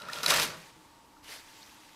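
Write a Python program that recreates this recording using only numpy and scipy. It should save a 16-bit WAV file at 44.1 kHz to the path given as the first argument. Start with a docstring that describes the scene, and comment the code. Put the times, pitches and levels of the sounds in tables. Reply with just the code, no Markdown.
"""Kitten yanking paper off a roll

In a small tiled bathroom the spindle knocks, rattles and whirs in its wall holder (struck modes, narrow noise)
while the sheet rushes and rustles (coloured noise, crackle, pitched grains) and the tug thuds low.
Later the paper swishes once more and rustles softly on, creases popping as short sines.
Feedback delays give the room its ring; steady hiss and hollow hums lie beneath."""
import sys
import numpy as np
from scipy import signal
from scipy.fft import rfft, irfft, next_fast_len
from scipy.io import wavfile
from scipy.ndimage import uniform_filter1d

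SR = 44100
rng = np.random.default_rng(int(sys.argv[2]) if len(sys.argv) > 2 else 0)


def output_pcm(signal):
    """Save a mono or channel-first signal as 16-bit PCM at the path in sys.argv[1].

    Samples are clipped to [-1, 1] before scaling.
    """
    pcm = np.clip(np.atleast_2d(signal).T, -1, 1) * 32767
    wavfile.write(sys.argv[1], SR, np.round(pcm).astype(np.int16))


def decibels_to_gain(level_db):
    """Convert a level in decibels to a linear amplitude gain (20 dB per decade)."""
    exponent = np.asarray(level_db, float) / 20
    return 10 ** exponent


N = 85995   # samples

# Spindle knocks in the holder. Each row: start in seconds, strength in dB, loudest pitch in Hz,
# contact length in seconds, spread of pitch in octaves.
KNOCK_ROWS = [(.0005, -41.5, 4420, 0.0034, .4), (0.0182, -31.5, 3680, 0.009, 0.37),
              (0.0853, -24, 1400, 0.0076, 0.2), (0.097, -26, 1880, 0.008, 0.18),
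              (0.1318, -22.5, 4020, 0.0039, 0.7), (0.1853, -27, 2980, 0.0035, 1.15),
              (0.2318, -19.5, 4200, 0.0035, 0.65), (0.2349, -25, 1300, 0.0071, 0.39),
              (0.244, -24.5, 4940, 0.0033, 0.25), (0.2612, -8, 4100, 0.0041, 0.33),
              (0.281, -15, 4570, 0.0034, 0.54), (0.295, -21, 5600, 0.0022, 0.44),
              (0.3047, -4, 3430, 0.0042, 0.38), (0.3186, -15, 4840, 0.004, 0.29),
              (.3190, -14.5, 1130, 0.006, 0.2), (.3380, -7.5, 2550, 0.001, 0.94),
              (.3445, -16, 1300, 0.0017, 0.29), (0.36, -29, 4600, 0.00086, 0.19),
              (0.372, -14, 4560, 0.0039, 0.17), (0.386, -22.5, 4000, 0.002, .3),
              (0.397, -13, 1060, 0.0012, 0.32), (0.417, -16, 4600, 0.00073, .6),
              (0.453, -24, 5100, 0.0016, 0.31)]
# Holder and spindle modes. Each row: pitch in Hz, relative level in dB, undamped t60 in seconds.
HOLDER_MODES = [(604.6, -6, 0.076), (969, -6.5, 0.078), (1170, -7.5, 0.055), (1300, 2, 0.023),
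                (1418, -2, 0.044), (1800, 0, 0.02), (2254, -11.5, 0.014), (2510, -1, 0.024),
                (2786, -5.5, 0.023), (3430, -19, 0.035), (3908, 3, 0.012), (4476, 2, 0.0067),
                (5070, 5, 0.0067), (6000, 3.5, 0.0058), (8700, -56, .012), (10600, -17, 0.0084)]
# Rattle of the spinning roll. Each row: time in seconds, relative level in dB.
RATTLE_LEVEL = [(0, -45), (.05, -45.5), (.1, -42), (.2, -41), (.24, -45), (.29, -30.5), (.315, -25.5),
                (.35, -25), (.41, -31), (.47, -38.5), (.56, -44.5), (.65, -75), (.75, -68)]
# Whir of the roll's tube on its spindle. Each row: time in seconds, level in dB.
WHIR_LEVEL = [(0, -51.5), (.05, -54), (.09, -54), (.15, -46.5), (.22, -52), (.245, -42), (.29, -42),
              (.32, -48), (.36, -67)]
# Paper movement. Each row: time in seconds, level in dB.
PAPER_LEVEL = [(0, -55), (.012, -54), (.075, -58.5), (.11, -52.5), (.135, -43.5), (.17, -43.5),
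               (.222, -46.5), (.234, -38.5), (.27, -38), (.295, -27.5), (.33, -29), (.40, -32.5),
               (.445, -31.5), (.47, -41.5), (.54, -54), (.62, -54.5), (.69, -57), (.72, -62), (1.0, -67.5),
               (1.225, -70), (1.24, -54.5), (1.275, -52.5), (1.284, -48), (1.3, -47), (1.325, -45),
               (1.35, -47), (1.385, -51.5), (1.42, -57), (1.6, -56.5), (1.95, -58.5), (2.0, -59)]
# Paper spectrum. Each row: frequency in Hz, relative density in dB per Hz.
PAPER_SPECTRUM = [(250, -23), (450, -4), (900, -6), (1300, -3.5), (1900, -1), (3600, -2.5), (4800, -2),
                  (6850, -7), (11800, -11.5), (15800, -20)]
# Single creases popping. Each row: start in seconds, strength in dB, pitch in Hz, t60 in seconds.
CREASE_POPS = [(0.158, -35.5, 3250, 0.057), (1.168, -36, 1300, .01), (1.281, -38, 2880, 0.018),
               (1.4850, -43, 3450, 0.013), (1.6210, -38, 3650, .01), (1.6296, -33, 4340, 0.0071),
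               (1.695, -43.5, 2620, 0.016), (1.8480, -48, 1010, 0.0072)]
# Low shaking of wall and floor. Each row: time in seconds, relative level in dB.
THUD_LEVEL = [(0.0, -57.5), (0.172, -54), (0.314, -43), (0.492, -44), (0.514, -50), (0.65, -61),
              (0.688, -92), (0.77, -57), (0.8, -64)]
# Thud spectrum. Each row: frequency in Hz, relative density in dB per Hz.
THUD_SPECTRUM = [(40, -22), (70, -7.5), (120, -11), (200, 0.5), (300, -9.5), (450, -4), (650, -43),
                 (1100, -45)]
# Boomy resonance of the thud. One row: pitch in Hz, width in Hz, level against the lumpy noise in dB.
THUD_RESONANCE = (160, 45, -2.5)
# Room hiss spectrum. Each row: frequency in Hz, relative density in dB per Hz.
AIR_SPECTRUM = [(20, 7), (40, -4.5), (200, -4), (300, -10), (540, -7), (800, -8.5), (1100, -8),
                (1470, -11.5), (2400, -15), (7800, -21), (15800, -28)]
# Hollow room hums. 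Each row: pitch in Hz, width in Hz, level in dB.
ROOM_HUMS = [(303.6, 71, -66.5), (911.5, 121, -63.5), (1134, 110, -69.5), (7940, 81, -81.5)]

TOUCH_GAP_S = 0.001   # nominal, between touches within one knock
SKIRT_DB = -18   # floor for modes far from a knock's pitch
SNAP_DB, SNAP_DECAY_S = -10.5, 0.0025   # noisy snap at the start of a knock
RATTLES_PER_S, RATTLE_SPREAD_DB = 3000, 2.5
RATTLE_TILT_DB_PER_OCTAVE, RATTLE_T60_SHARE = -3.5, 0.38   # tilt about 1 kHz; t60 left while rubbing
GRAINS_PER_S, GRAIN_SPREAD_DB = 3300, 2.5
CRACKLE_HALF_DB, CRACKLE_SHARE = -42, 0.45   # paper level at half share; share of power at full speed
PITCHED_DB, PITCHED_T60_CYCLES = -4.5, 16
FLUTTER_DB = 1.8   # of fast-moving paper
HUM_STEADINESS = 0.3   # 0 leaves the swelling, 1 evens it out
ROOM_T60_S, WALL_CUT_HZ, ROOM_DB = 0.6, 5600, -22.5


def rms_one(x):
    """Scale to rms 1."""
    return x / np.sqrt(np.mean(x ** 2) + 1e-20)


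def envelope(rows):
    """Gain over time from (s, dB) rows; drops 23 dB within 0.092 s after the last row, then holds."""
    time_s, db = np.transpose(rows)
    time_s = np.append(time_s, time_s[-1] + 0.092)
    db = np.append(db, db[-1] - 23)
    return decibels_to_gain(np.interp(np.arange(N) / SR, time_s, db))


def filtered(x, order, cut_hz, kind):
    """Butterworth filter."""
    return signal.sosfilt(signal.butter(order, cut_hz, kind, fs=SR, output="sos"), x)


def drift(corner_hz):
    """Slow random wander of spread 1: noise through two equal poles, at SR / 40."""
    r = np.exp(-80 * np.pi * corner_hz / SR)
    noise = rng.standard_normal(N // 40 + 2002)
    slow = signal.lfilter([1], [1, -2 * r, r * r], noise)[2000:]
    return np.interp(np.arange(N) / 40, np.arange(len(slow)), rms_one(slow - slow.mean()))


def ring(clicks, hz, t60_s):
    """Two-pole resonance: a unit click starts a decaying sine of height 1."""
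    r, w = decibels_to_gain(-60 / (t60_s * SR)), 2 * np.pi * hz / SR
    return signal.lfilter([0, np.sin(w)], [1, -2 * r * np.cos(w), r * r], clicks + 1e-18)


def hollow(hz, width_hz, steadiness):
    """Noise twice through one resonance, its swelling partly evened out; rms 1."""
    t60_s = np.log(1000) / (np.pi * width_hz)
    noise = rng.standard_normal(N + 4000)
    tone = ring(ring(noise, hz, t60_s), hz, t60_s)[4000:]
    swelling = np.abs(signal.hilbert(tone)) + 0.1 * tone.std()
    return rms_one(tone / swelling ** steadiness)


def grains(per_s, spread_db):
    """Random clicks of uneven size and either sign."""
    sizes = decibels_to_gain(spread_db * np.minimum(rng.exponential(1, N), 5)) * rng.choice([-1, 1], N)
    return sizes * (rng.random(N) < per_s / SR) + 1e-18


def colour(sources, spectrum, patchy_db):
    """Third-octave bands dealt in turn from two sources, each flickering a little; rms 1."""
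    out, edges = 0, 25 * 2 ** (np.arange(29) / 3)
    hz, db = np.transpose(spectrum)
    for k, (low, high) in enumerate(zip(edges, edges[1:])):
        band = filtered(sources[k % 2], 2, [low, high], "band")
        band_db = np.interp(np.log(low * high) / 2, np.log(hz), db)
        out = out + band * decibels_to_gain(band_db + patchy_db * drift(11.5))
    return rms_one(out)


def snaps(start_index, db, pitch_hz):
    """Decaying noise bursts with a soft onset of 24 samples, stronger for higher knocks."""
    starts = np.zeros(N)
    starts[start_index] = decibels_to_gain(db + SNAP_DB) * pitch_hz / 4000
    decay = signal.lfilter([1], [1, -np.exp(-1 / (SNAP_DECAY_S * SR))], starts + 1e-18)
    burst = uniform_filter1d(decay, size=24, origin=11) * rng.standard_normal(N)
    return filtered(burst, 2, [2000, 11000], "band")


def holder():
    """Knocks, each a few quick touches, and a dense rattle ring the same modes."""
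    start_s, db, pitch_hz, length_s, spread_oct = np.transpose(KNOCK_ROWS)
    after_s = TOUCH_GAP_S * np.arange(7) * rng.uniform(0.58, 1.15, (len(start_s), 7))
    fade = np.exp(-(after_s / length_s[:, None]) ** 2 * 2)
    rise = np.minimum(0.47 + after_s / TOUCH_GAP_S / 2, 1)
    touch = decibels_to_gain(db)[:, None] * fade * rise
    at = ((start_s[:, None] + after_s) * SR).astype(int)
    knocks, rattle = snaps(at[:, 0], db, pitch_hz), 0
    shaking = grains(RATTLES_PER_S * (1 + 0.72 * np.tanh(drift(40))), RATTLE_SPREAD_DB)
    for hz, mode_db, t60_s in HOLDER_MODES:
        near = np.exp(-(np.log2(hz / pitch_hz) / spread_oct) ** 2) + decibels_to_gain(SKIRT_DB)
        hit = touch * near[:, None] * decibels_to_gain(mode_db - 12.5 + rng.normal(0, 0.6, touch.shape))
        # touches of a knock share a phase, loosely
        phase = 2 * np.pi * hz * after_s + 2 * np.pi * rng.random((len(start_s), 1))
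        phase = phase + rng.normal(0, 1.0, touch.shape)
        pushes = np.zeros(N, complex)
        np.add.at(pushes, at, hit * np.exp(1j * phase))
        pole = decibels_to_gain(-60 / (t60_s * SR)) * np.exp(2j * np.pi * hz / SR)
        knocks += signal.lfilter([1], [1, -pole], pushes + 1e-18).imag
        rubbing = ring(shaking * rng.standard_normal(N), hz, t60_s * RATTLE_T60_SHARE)
        rattle = rattle + decibels_to_gain(mode_db + RATTLE_TILT_DB_PER_OCTAVE * np.log2(hz / 1000)) * rubbing
    body = knocks + decibels_to_gain(-5.5) * envelope(RATTLE_LEVEL) * rms_one(rattle)
    return filtered(body, 2, 240, "high")


def whir():
    """Narrow wavering noise resonance while the roll turns."""
    return envelope(WHIR_LEVEL) * hollow(1390, width_hz=80, steadiness=0.25)


def paper():
    """Sliding hiss, with broad crackle and small pitched grains that grow with the movement."""
    moving = envelope(PAPER_LEVEL)
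    crackle = rms_one(grains(GRAINS_PER_S * decibels_to_gain(5.5 * drift(60)), GRAIN_SPREAD_DB))
    share = CRACKLE_SHARE * moving / (moving + decibels_to_gain(CRACKLE_HALF_DB))
    hiss = np.sqrt(1 - share) * rng.standard_normal((2, N))
    sheet = colour(hiss + np.sqrt(share) * crackle * [[1], [-1]], PAPER_SPECTRUM, patchy_db=1.5)
    small = grains(900 * decibels_to_gain(4 * drift(25)), 3.4)
    dealt = rng.integers(0, 16, N)   # which of 16 pitches each grain rings
    pitched = 0
    for k, hz in enumerate(np.geomspace(1700, 7000, 16)):
        pitched = pitched + ring(small * (dealt == k), hz, PITCHED_T60_CYCLES / hz)
    pitched = decibels_to_gain(PITCHED_DB) * np.sqrt(share + 0.21) * rms_one(pitched)
    flutter = decibels_to_gain(FLUTTER_DB * share / CRACKLE_SHARE * drift(79))
    return flutter * moving * (sheet + pitched)


def pops():
    """Each crease rings briefly at its own pitch, with a soft start."""
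    t, out = np.arange(N) / SR, 0
    for start_s, db, hz, t60_s in CREASE_POPS:
        after_s = np.abs(t - start_s)
        shape = (t > start_s) * np.tanh(after_s * hz / 3) * decibels_to_gain(-60 * after_s / t60_s)
        out = out + decibels_to_gain(db) * shape * np.sin(2 * np.pi * hz * t)
    return out


def thud():
    """Lumpy low noise with one boomy resonance."""
    hz, width_hz, db = THUD_RESONANCE
    lumpy = colour(rng.standard_normal((2, N)), THUD_SPECTRUM, patchy_db=0.5)
    low = lumpy + decibels_to_gain(db) * hollow(hz, width_hz, HUM_STEADINESS)
    return decibels_to_gain(-2.5) * envelope(THUD_LEVEL) * rms_one(low)


def bathroom(x):
    """Ten feedback delays of alternating sign, duller on every round."""
    size = next_fast_len(N + SR)
    w = 2 * np.pi * np.arange(size // 2 + 1) / size
    dull = 1 / (1 + 1j * w * SR / (2 * np.pi * WALL_CUT_HZ)) ** 0.43
    response = 0
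    for k, lag_s in enumerate(rng.uniform(0.009, 0.04, 10)):
        loop = decibels_to_gain(-60 * lag_s / ROOM_T60_S) * dull * np.exp(-1j * w * lag_s * SR)
        response = response + (-1) ** k * loop / (1 - loop)
    return irfft(rfft(x, size) * response, size)[:N]


def air():
    """Steady, slightly flickering room hiss with a few hollow hums of resonant noise."""
    out = decibels_to_gain(-62.5) * colour(rng.standard_normal((2, N)), AIR_SPECTRUM, patchy_db=1.2)
    for hz, width_hz, db in ROOM_HUMS:
        out = out + decibels_to_gain(db) * hollow(hz, width_hz, HUM_STEADINESS)
    return out


def scene():
    """Everything near the roll sounds into the tiled room, over the air."""
    near = holder() + whir() + paper() + pops() + thud()
    return (near + decibels_to_gain(ROOM_DB) * bathroom(near) + air())[None]


def band_limit(x):
    """A steep low-pass at the top of the band."""
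    return signal.sosfilt(signal.butter(12, 16300, fs=SR, output="sos"), x)


def record(dry):
    """A small microphone with a steep top cut."""
    top_cut = signal.cheby2(10, 50, 16350, fs=SR, output="sos")
    mix = signal.sosfilt(top_cut, dry)
    return band_limit(mix)


dry = scene()
out = record(dry)
output_pcm(out)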